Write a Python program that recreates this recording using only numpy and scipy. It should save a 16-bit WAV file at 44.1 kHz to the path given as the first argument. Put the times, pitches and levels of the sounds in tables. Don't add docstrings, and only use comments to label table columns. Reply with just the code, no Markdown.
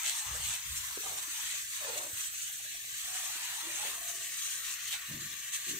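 import sys
import numpy as np
from scipy import signal
from scipy.fft import rfft, irfft
from scipy.io import wavfile
from scipy.ndimage import uniform_filter1d, map_coordinates

SR = 44100
rng = np.random.default_rng(int(sys.argv[2]) if len(sys.argv) > 2 else 0)


def log_audio(samples):
    frames = np.atleast_2d(samples).T
    limited = np.clip(frames, -1, 1)
    pcm = np.round(limited * 32767).astype(np.int16)
    wavfile.write(sys.argv[1], SR, pcm)


N = 255339
TIME = np.arange(N) / SR
HZ = np.fft.rfftfreq(N, 1 / SR)


def gain_of(db):
    return 10 ** (np.asarray(db) / 20)


def evened(x):
    return x / np.sqrt(np.mean(x ** 2) + 1e-20)


def curves(rows):
    s, *columns = np.transpose(rows)
    return [np.interp(TIME, s, column) for column in columns]


def coloured(x, rows):
    hz, *columns = np.transpose(rows)
    db = np.array([np.interp(np.log(HZ + 1), np.log(hz), column) for column in columns])
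    return irfft(rfft(x) * gain_of(db), N)


def above(x, hz, order):
    return irfft(rfft(x) * (1 - 1 / (1 + (HZ / hz) ** order)), N)


def resonate(x, hz, width_hz):
    turn = np.exp(2j * np.pi * np.cumsum(hz * np.ones(len(x))) / SR)
    r = np.exp(-np.pi * width_hz / SR)
    return (turn * signal.lfilter([(1 - r) ** 2], [1, -2 * r, r * r], x / turn + 1e-18)).real


def add(mix, start_s, sound):
    part = mix[max(round(start_s * SR), 0):][:len(sound)]
    part += sound[:len(part)]


def flicker(hz):
    return evened(irfft(rfft(rng.standard_normal(N)) / (1 + (HZ / hz) ** 4), N))


def swells(rows, steepness=2.65):
    power = 0
    for middle_s, length_s, db in rows:
        offset = abs(2 * (TIME - middle_s) / length_s)
        power = power + gain_of(db) ** 2 * .5 ** np.minimum(offset ** steepness, 60)
    return power


def stroke(t, length_s, rise_share=0.18):
    swell = (t / length_s) * np.exp(-(t / length_s / rise_share) ** 1.143 / 1.6)
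    return swell / swell.max()


# time_s, left_lag_samples
AIM = [(0, 1), (.55, 1), (1.0, 11), (1.42, 4), (1.75, 9.5), (2.6, 13.5), (3.1, 4.5), (3.7, 5.5),
       (4.45, -3.5), (5.2, 2.5), (5.79, 2.5)]


def aimed(x):
    lag, = curves(AIM)
    return np.array([map_coordinates(x, [np.arange(N) - side * lag / 2], order=3) for side in (1, -1)])


# time_s, fizz_db, patter_db, splash_db
BUSH_LEVELS = [(0, -41.5, -45, -56), (.5, -44.5, -48, -56.5), (.68, -44, -47.5, -57.5),
               (1.1, -41.5, -47.5, -56.5), (1.68, -46, -53.5, -59), (1.88, -42.5, -46, -55.5),
               (2.12, -44, -52, -58.5), (2.5, -44.5, -51.5, -58.5), (2.87, -46.5, -50, -59.5),
               (3.05, -41.5, -47.5, -57.5), (3.85, -43, -50.5, -55.5), (4.25, -51, -49, -61),
               (4.8, -51, -50, -58), (5.2, -46, -49, -58), (5.38, -46, -50, -59), (5.79, -42, -48, -58.5)]
# middle_s, length_s, fizz_db, patter_db, splash_db
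CLUMPS = [(0.091, 0.06, -37.5, -40.5, -61), (0.185, 0.055, -38.5, -52, -80),
          (0.368, 0.037, -42.5, -54, -58.5), (0.465, 0.071, -39.5, -43.5, -73),
          (0.547, 0.036, -41, -44.5, -62), (0.774, 0.03, -37.5, -58.5, -74), (1.193, 0.03, -47, -46.5, -67),
          (1.465, 0.27, -43.5, -45.5, -63), (1.552, 0.019, -44, -51, -68),
          (1.763, 0.084, -45.5, -47.5, -88), (1.982, 0.021, -38, -45.5, -70),
          (2.215, 0.11, -41.5, -47, -64), (2.434, 0.13, -44.5, -50.5, -82), (3.238, 0.11, -43, -59, -85),
          (3.543, 0.53, -74, -47.5, -84), (3.858, 0.12, -43, -46, -62), (4.143, 0.24, -44, -64, -63),
          (4.458, 0.27, -40.5, -49.5, -62), (4.705, 0.094, -40.5, -47, -64.5),
          (4.89, 0.12, -42.5, -47, -81), (4.939, 0.043, -45, -41, -58.5), (5.547, 0.037, -38, -44.5, -66),
          (5.704, 0.041, -41, -44.5, -67)]


def spray_levels():
    clumps = [swells([(s, length, dbs[k]) for s, length, *dbs in CLUMPS]) for k in range(3)]
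    return [10 * np.log10(gain_of(db) ** 2 + power) for db, power in zip(curves(BUSH_LEVELS), clumps)]


def droplets(per_s, spread_db):
    size = gain_of(spread_db * np.minimum(rng.exponential(1, N), 4.5))
    hits = size * rng.choice([-1., 1.], N) * (rng.random(N) < per_s / SR)
    return hits / np.sqrt(uniform_filter1d(hits ** 2, size=1500) + 1e-9)


def foliage(x, lowest_hz, patchy_db=2.5, low_patchy_db=2.0, low_hz=1300, edge_order=14, leak_db=-20):
    hz, t, z = signal.stft(x, SR, nperseg=1024, noverlap=768)
    patches = rng.standard_normal(z.shape[1:])
    patches = uniform_filter1d(patches, size=4, axis=0)
    patches = evened(uniform_filter1d(patches, size=11, axis=1))
    depth_db = patchy_db + low_patchy_db / (1 + (hz[:, None] / low_hz) ** 4)
    edge = 1 - 1 / (1 + (hz[:, None] / np.interp(t, TIME, lowest_hz)) ** edge_order)
    leak = gain_of(leak_db) * np.minimum(hz[:, None] / low_hz, 1)
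    shaped = z * (edge + leak) * gain_of(depth_db * patches)
    return signal.istft(shaped, nperseg=1024, noverlap=768)[1][:, :N]


LEAF_HZ, LEAF_OCTAVES_PER_DB = 976, 0.39
LEFT_DB, LEFT_DB_PER_SAMPLE = -2.5, 0.13
# freq_hz, left_db, right_db
PORT_SPECTRA = [(1250, -8.5, -12), (1490, -8, -13), (1700, -4.5, -10), (2160, -6, -8), (2720, -2.5, -7.5),
                (4090, -3.5, -7), (5170, -9, -19), (5550, -5, -10.5), (6450, 2.7, -10), (7240, -2, -7),
                (7850, -6.5, -0.5), (9970, -9, -11.5), (11020, -7, -10.5), (13660, 6, -4.5),
                (16800, -7, -16)]


def spray(fizz_db, patter_db, splash_db, direct_share=0.23, sputter_db=0.43, coarsening=0.35, sway_db=0.9):
    nearness_db = np.maximum(patter_db - np.median(patter_db), 0)
    direct = aimed(droplets(per_s=8000, spread_db=-1.5 + coarsening * nearness_db))
    scatter_spread_db = 1.84 + coarsening * nearness_db
    scatter = np.array([droplets(per_s=20000, spread_db=scatter_spread_db) for _ in range(2)])
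    impacts = np.sqrt(direct_share) * direct + np.sqrt(1 - direct_share) * scatter
    lowest_hz = LEAF_HZ * 2 ** (-LEAF_OCTAVES_PER_DB * (splash_db - np.median(splash_db)))
    hits = foliage(coloured(impacts, PORT_SPECTRA), lowest_hz)
    splash = hits - above(hits, hz=1737, order=14)
    patter = hits - splash - above(hits, hz=5120, order=12)
    fizz = hits - splash - patter - above(hits, hz=10970, order=14)
    out = 0
    for band, db in ((fizz, fizz_db - .9), (patter, patter_db - .4), (splash, splash_db - 0.03)):
        out = out + gain_of(db + sputter_db * flicker(hz=40.0)) * band / band.mean(0).std()
    out = out * gain_of(sway_db * flicker(hz=23))
    balance_db = LEFT_DB - LEFT_DB_PER_SAMPLE * curves(AIM)[0]
    return out * gain_of(np.array([balance_db, -balance_db]) / 2)


def grit(patter_db, count=24, db=-9, per_s=11, spread_db=-3.0, low_hz=1500, high_hz=9000, cycles=3, gust_db=2):
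    out, t = np.zeros((2, N)), TIME[:SR // 100]
    for hz in np.geomspace(low_hz, high_hz, count):
        tick = np.sin(2 * np.pi * hz * t) * np.exp(-hz * t / cycles)
        for when, size, side in rng.random((round(per_s * N / SR), 3)):
            level = gain_of(spread_db * min(-np.log(1 - size), np.pi))
            for port, share in zip(out, (side, 1 - side)):
                add(port, when * N / SR, level * np.sqrt(share) * tick)
    ticks = above(coloured(out, PORT_SPECTRA), hz=low_hz, order=8)
    return gain_of(patter_db + db) * evened(ticks * gain_of(gust_db * flicker(hz=9)))


def jet(fizz_db, db=-50, follow=0.48, waver_db=1.3):
    hiss = above(coloured(rng.standard_normal((2, N)), PORT_SPECTRA), hz=9900, order=12)
    level_db = db + follow * (fizz_db - fizz_db.mean()) + waver_db * flicker(hz=24.5)
    return gain_of(level_db) * hiss / hiss.mean(0).std()


# start_s, peak_db
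SNAPS = [(0.063, -18), (0.086, -23), (0.0964, -9), (0.194, -24), (1.295, -38), (1.9729, -41), (3.057, -30),
         (5.1647, -39), (5.5515, -29)]


def snaps(decay_s=0.0007, left_db=10, right_db=4):
    out, t = np.zeros(N), TIME[:SR // 100]
    for start_s, peak_db in SNAPS:
        burst = rng.standard_normal(len(t)) * np.exp(-t / decay_s)
        add(out, start_s, gain_of(peak_db) * burst / abs(burst).max())
    snap = above(out, hz=1530, order=9) - above(out, hz=8100, order=6)
    return coloured(snap, PORT_SPECTRA) * gain_of([[left_db], [right_db]])


# start_s, length_s, level_db, first_hz, last_hz, width_share_of_pitch, overtones_db
LEAVES = [ (0.272, 0.25, -64, 570, 583, 0.7, -2), (1.019, 0.24, -61, 423, 400, 0.33, 11.5),
          (1.797, 0.2, -52.5, 604, 520, 0.15, 2), (1.866, 0.13, -51.5, 508, 427, 0.2, 4),
          (1.93, 0.26, -60.5, 350, 298, 0.29, 7), (1.954, 0.13, -49, 625, 640, 0.25, -1.5),
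          (3.028, 0.53, -61, 745, 706, 0.19, -35), (3.371, 0.48, -60.5, 985, 900, 0.052, -10),
          (3.624, 0.22, -59, 317, 350, 0.17, -3), (3.821, 0.16, -55, 613, 414, 0.58, 1),
          (3.948, 0.33, -58.5, 707, 673, 0.093, -10), (4.106, 0.2, -66.5, 372, 382, 0.12, -5),
          (5.089, 0.12, -66.5, 600, 585, 0.18, 5)]
# pitch_multiple, level_db
LEAF_MODES = [(1, 2.5), (1.76, -2.5), (2.9, -5)]


def leaves(direct_db=-2.5, scatter_db=-1.5, scatter_hz=230, firm_width_share=0.28):
    out, t = np.zeros((3, N)), TIME[:SR]
    for start_s, length_s, db, first_hz, last_hz, width_share, overtones_db in LEAVES:
        hz = np.interp(t, [0, length_s], [first_hz, last_hz])
        swell = stroke(t, length_s)
        firmness = np.exp(-width_share / firm_width_share)
        for k, (multiple, mode_db) in enumerate(LEAF_MODES):
            level = gain_of(db + mode_db + overtones_db * (k > 0)) * swell
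            width_hz = width_share * multiple * first_hz
            for path in out:
                mode = resonate(rng.standard_normal(len(t)), multiple * hz, width_hz)
                mode = mode / (abs(signal.hilbert(mode)) + mode.std() / 2) ** firmness
                add(path, start_s, level * mode / np.sqrt(np.average(mode ** 2, weights=swell ** 2)))
    out = out * evened(gain_of(2.5 * flicker(hz=55)))
    scatter = above(out[1:], hz=scatter_hz, order=2)
    return gain_of(direct_db) * aimed(out[0]) + gain_of(scatter_db) * scatter


# start_s, length_s, level_db, pitch_hz, width_share_of_pitch,
# flapping_re_level_db, flapping_top_hz
RUMBLES = [(0.249, 0.38, -49, 65.5, 0.14, -4, 159), (0.637, 0.3, -52.5, 67.4, 0.24, -4.5, 160),
           (1.024, 0.32, -68, 62.4, 0.36, 0.5, 190), (5.078, 0.26, -49.5, 151, 0.46, -4, 362),
           (5.665, 0.24, -60, 360, 0.28, 8.5, 410)]


def rumbles(low_share=0.27, uneven_db=1.2, scatter_db=-4, scatter_hz=240):
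    out, t = np.zeros((3, N)), TIME[:SR]
    for start_s, length_s, db, hz, width_share, flap_db, top_hz in RUMBLES:
        swell = stroke(t, length_s)
        for path in out:
            mode = resonate(rng.standard_normal(len(t)), hz, width_share * hz)
            mode = mode / np.sqrt(abs(signal.hilbert(mode)) + mode.std() / 2)
            noise = above(rng.standard_normal(N), hz=low_share * top_hz, order=2)
            flap = (noise - above(noise, hz=top_hz, order=14))[:len(t)]
            for part, part_db in ((mode, db), (flap, db + flap_db)):
                part = part / np.sqrt(np.average(part ** 2, weights=swell ** 2))
                add(path, start_s, gain_of(part_db) * swell * part)
    out = out * evened(gain_of(uneven_db * flicker(hz=35)))
    return aimed(out[0]) + gain_of(scatter_db) * above(out[1:], hz=scatter_hz, order=4)


# start_s, level_db, pitch_hz
HEAVY_DRIPS = [(1.275, -54.5, 320), (1.535, -54.5, 634), (2.494, -57.5, 795), (2.595, -58, 800),
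               (2.644, -55, 580), (2.742, -57, 710), (2.839, -61, 695), (3.351, -51, 324),
               (4.471, -57, 714)]


def drips(count=110, db=-66, spread_db=3, low_hz=240, high_hz=1100, decay_s=0.012, rise_s=0.0046,
          overtone_db=-7, width_share=0.21):
    out, t = np.zeros((2, N)), TIME[:SR // 12]
    light = [(when * N / SR, db + spread_db * (2 * size - 1), low_hz * (high_hz / low_hz) ** pitch)
             for when, size, pitch in rng.random((count, 3))]
    for start_s, level_db, hz in light + HEAVY_DRIPS:
        splat, ring = rng.standard_normal(len(t)), 0
        for k, (multiple, mode_db) in enumerate(LEAF_MODES):
            mode = evened(resonate(splat, multiple * hz, width_share * hz))
            ring = ring + gain_of(mode_db + overtone_db * (k > 0)) * mode * np.exp(-multiple * t / decay_s)
        ring = ring * (1 - np.exp(-t / rise_s))
        side = rng.random()
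        for port, share in zip(out, (side, 1 - side)):
            add(port, start_s, gain_of(level_db) * np.sqrt(share) * ring)
    return out


# start_s, level_db, pitch_hz, t60_s
KNOCKS = [(0.974, -23.5, 410, 0.017), (0.986, -41, 340, 0.034), (1.003, -41.5, 426, 0.045),
          (2.131, -43.5, 96, 0.071)]


def knocks(tap_db=-19, tap_hz=1150, tap_s=0.0039, rise_s=0.0028):
    out, t = np.zeros(N), TIME[:SR // 8]
    for start_s, db, hz, t60_s in KNOCKS:
        ring = np.sin(2 * np.pi * hz * t) * gain_of(-60 * t / t60_s) * (1 - np.exp(-t / rise_s))
        tap = evened(resonate(rng.standard_normal(len(t)), tap_hz, tap_hz)) * np.exp(-t / tap_s)
        add(out, start_s, gain_of(db) * (ring + gain_of(tap_db) * tap))
    return aimed(out)


# time_s, level_db
NOZZLE_LEVEL = [(0, -61), (2.8, -61.5), (3.05, -54.5), (4.3, -56), (5.79, -54)]
# freq_hz, width_hz, level_db
NOZZLE_MODES = [(707, 57, -19), (975, 37, -20), (1158, 120, -5.5), (1841, 274, 3.5)]


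def nozzle(scatter_db=-6):
    ring_db, = curves(NOZZLE_LEVEL)
    paths = np.zeros((3, N))
    for path in paths:
        for hz, width_hz, db in NOZZLE_MODES:
            path += gain_of(db) * evened(resonate(rng.standard_normal(N), hz, width_hz))
    return gain_of(ring_db) * evened(aimed(paths[0]) + gain_of(scatter_db) * paths[1:])


# time_s, pitch_hz, right_level_db
WHISTLE = [(3.2, 9800, -90), (3.5, 9450, -56), (3.7, 9290, -51), (3.85, 9260, -51), (3.92, 9170, -47),
           (4.08, 9040, -51), (4.25, 8900, -70), (4.5, 8790, -49), (4.6, 8860, -52), (4.8, 8900, -80)]


def whistle():
    hz, db = curves(WHISTLE)
    wobble_hz, waver_db = 26 * flicker(hz=90), 3 * flicker(hz=70)
    tone = evened(np.sin(2 * np.pi * np.cumsum(hz + wobble_hz) / SR) * gain_of(waver_db))
    return gain_of(db) * tone * gain_of([[-5], [0]])


AIR_DB = -69.5
# freq_hz, relative_density_db
AIR_SPECTRUM = [(15, -24), (45, 7.5), (90, -3.5), (115, 7.5), (180, -5.5), (700, -14.5), (8000, -38)]


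def air(side_db=-9):
    noise = rng.standard_normal(N) + gain_of(side_db) * rng.standard_normal((2, N))
    return gain_of(AIR_DB) * evened(coloured(noise, AIR_SPECTRUM))


def scene():
    fizz_db, patter_db, splash_db = spray_levels()
    mist = spray(fizz_db, patter_db, splash_db) + grit(patter_db) + jet(fizz_db)
    struck = snaps() + leaves() + rumbles() + drips()
    return mist + struck + knocks() + nozzle() + whistle() + air()


EDGE_HZ = 15720


def record(dry):
    taps = signal.firwin(601, EDGE_HZ, window=("kaiser", 9), fs=SR)
    return signal.oaconvolve(dry, taps[None], "same")


dry = scene()
out = record(dry)
log_audio(out)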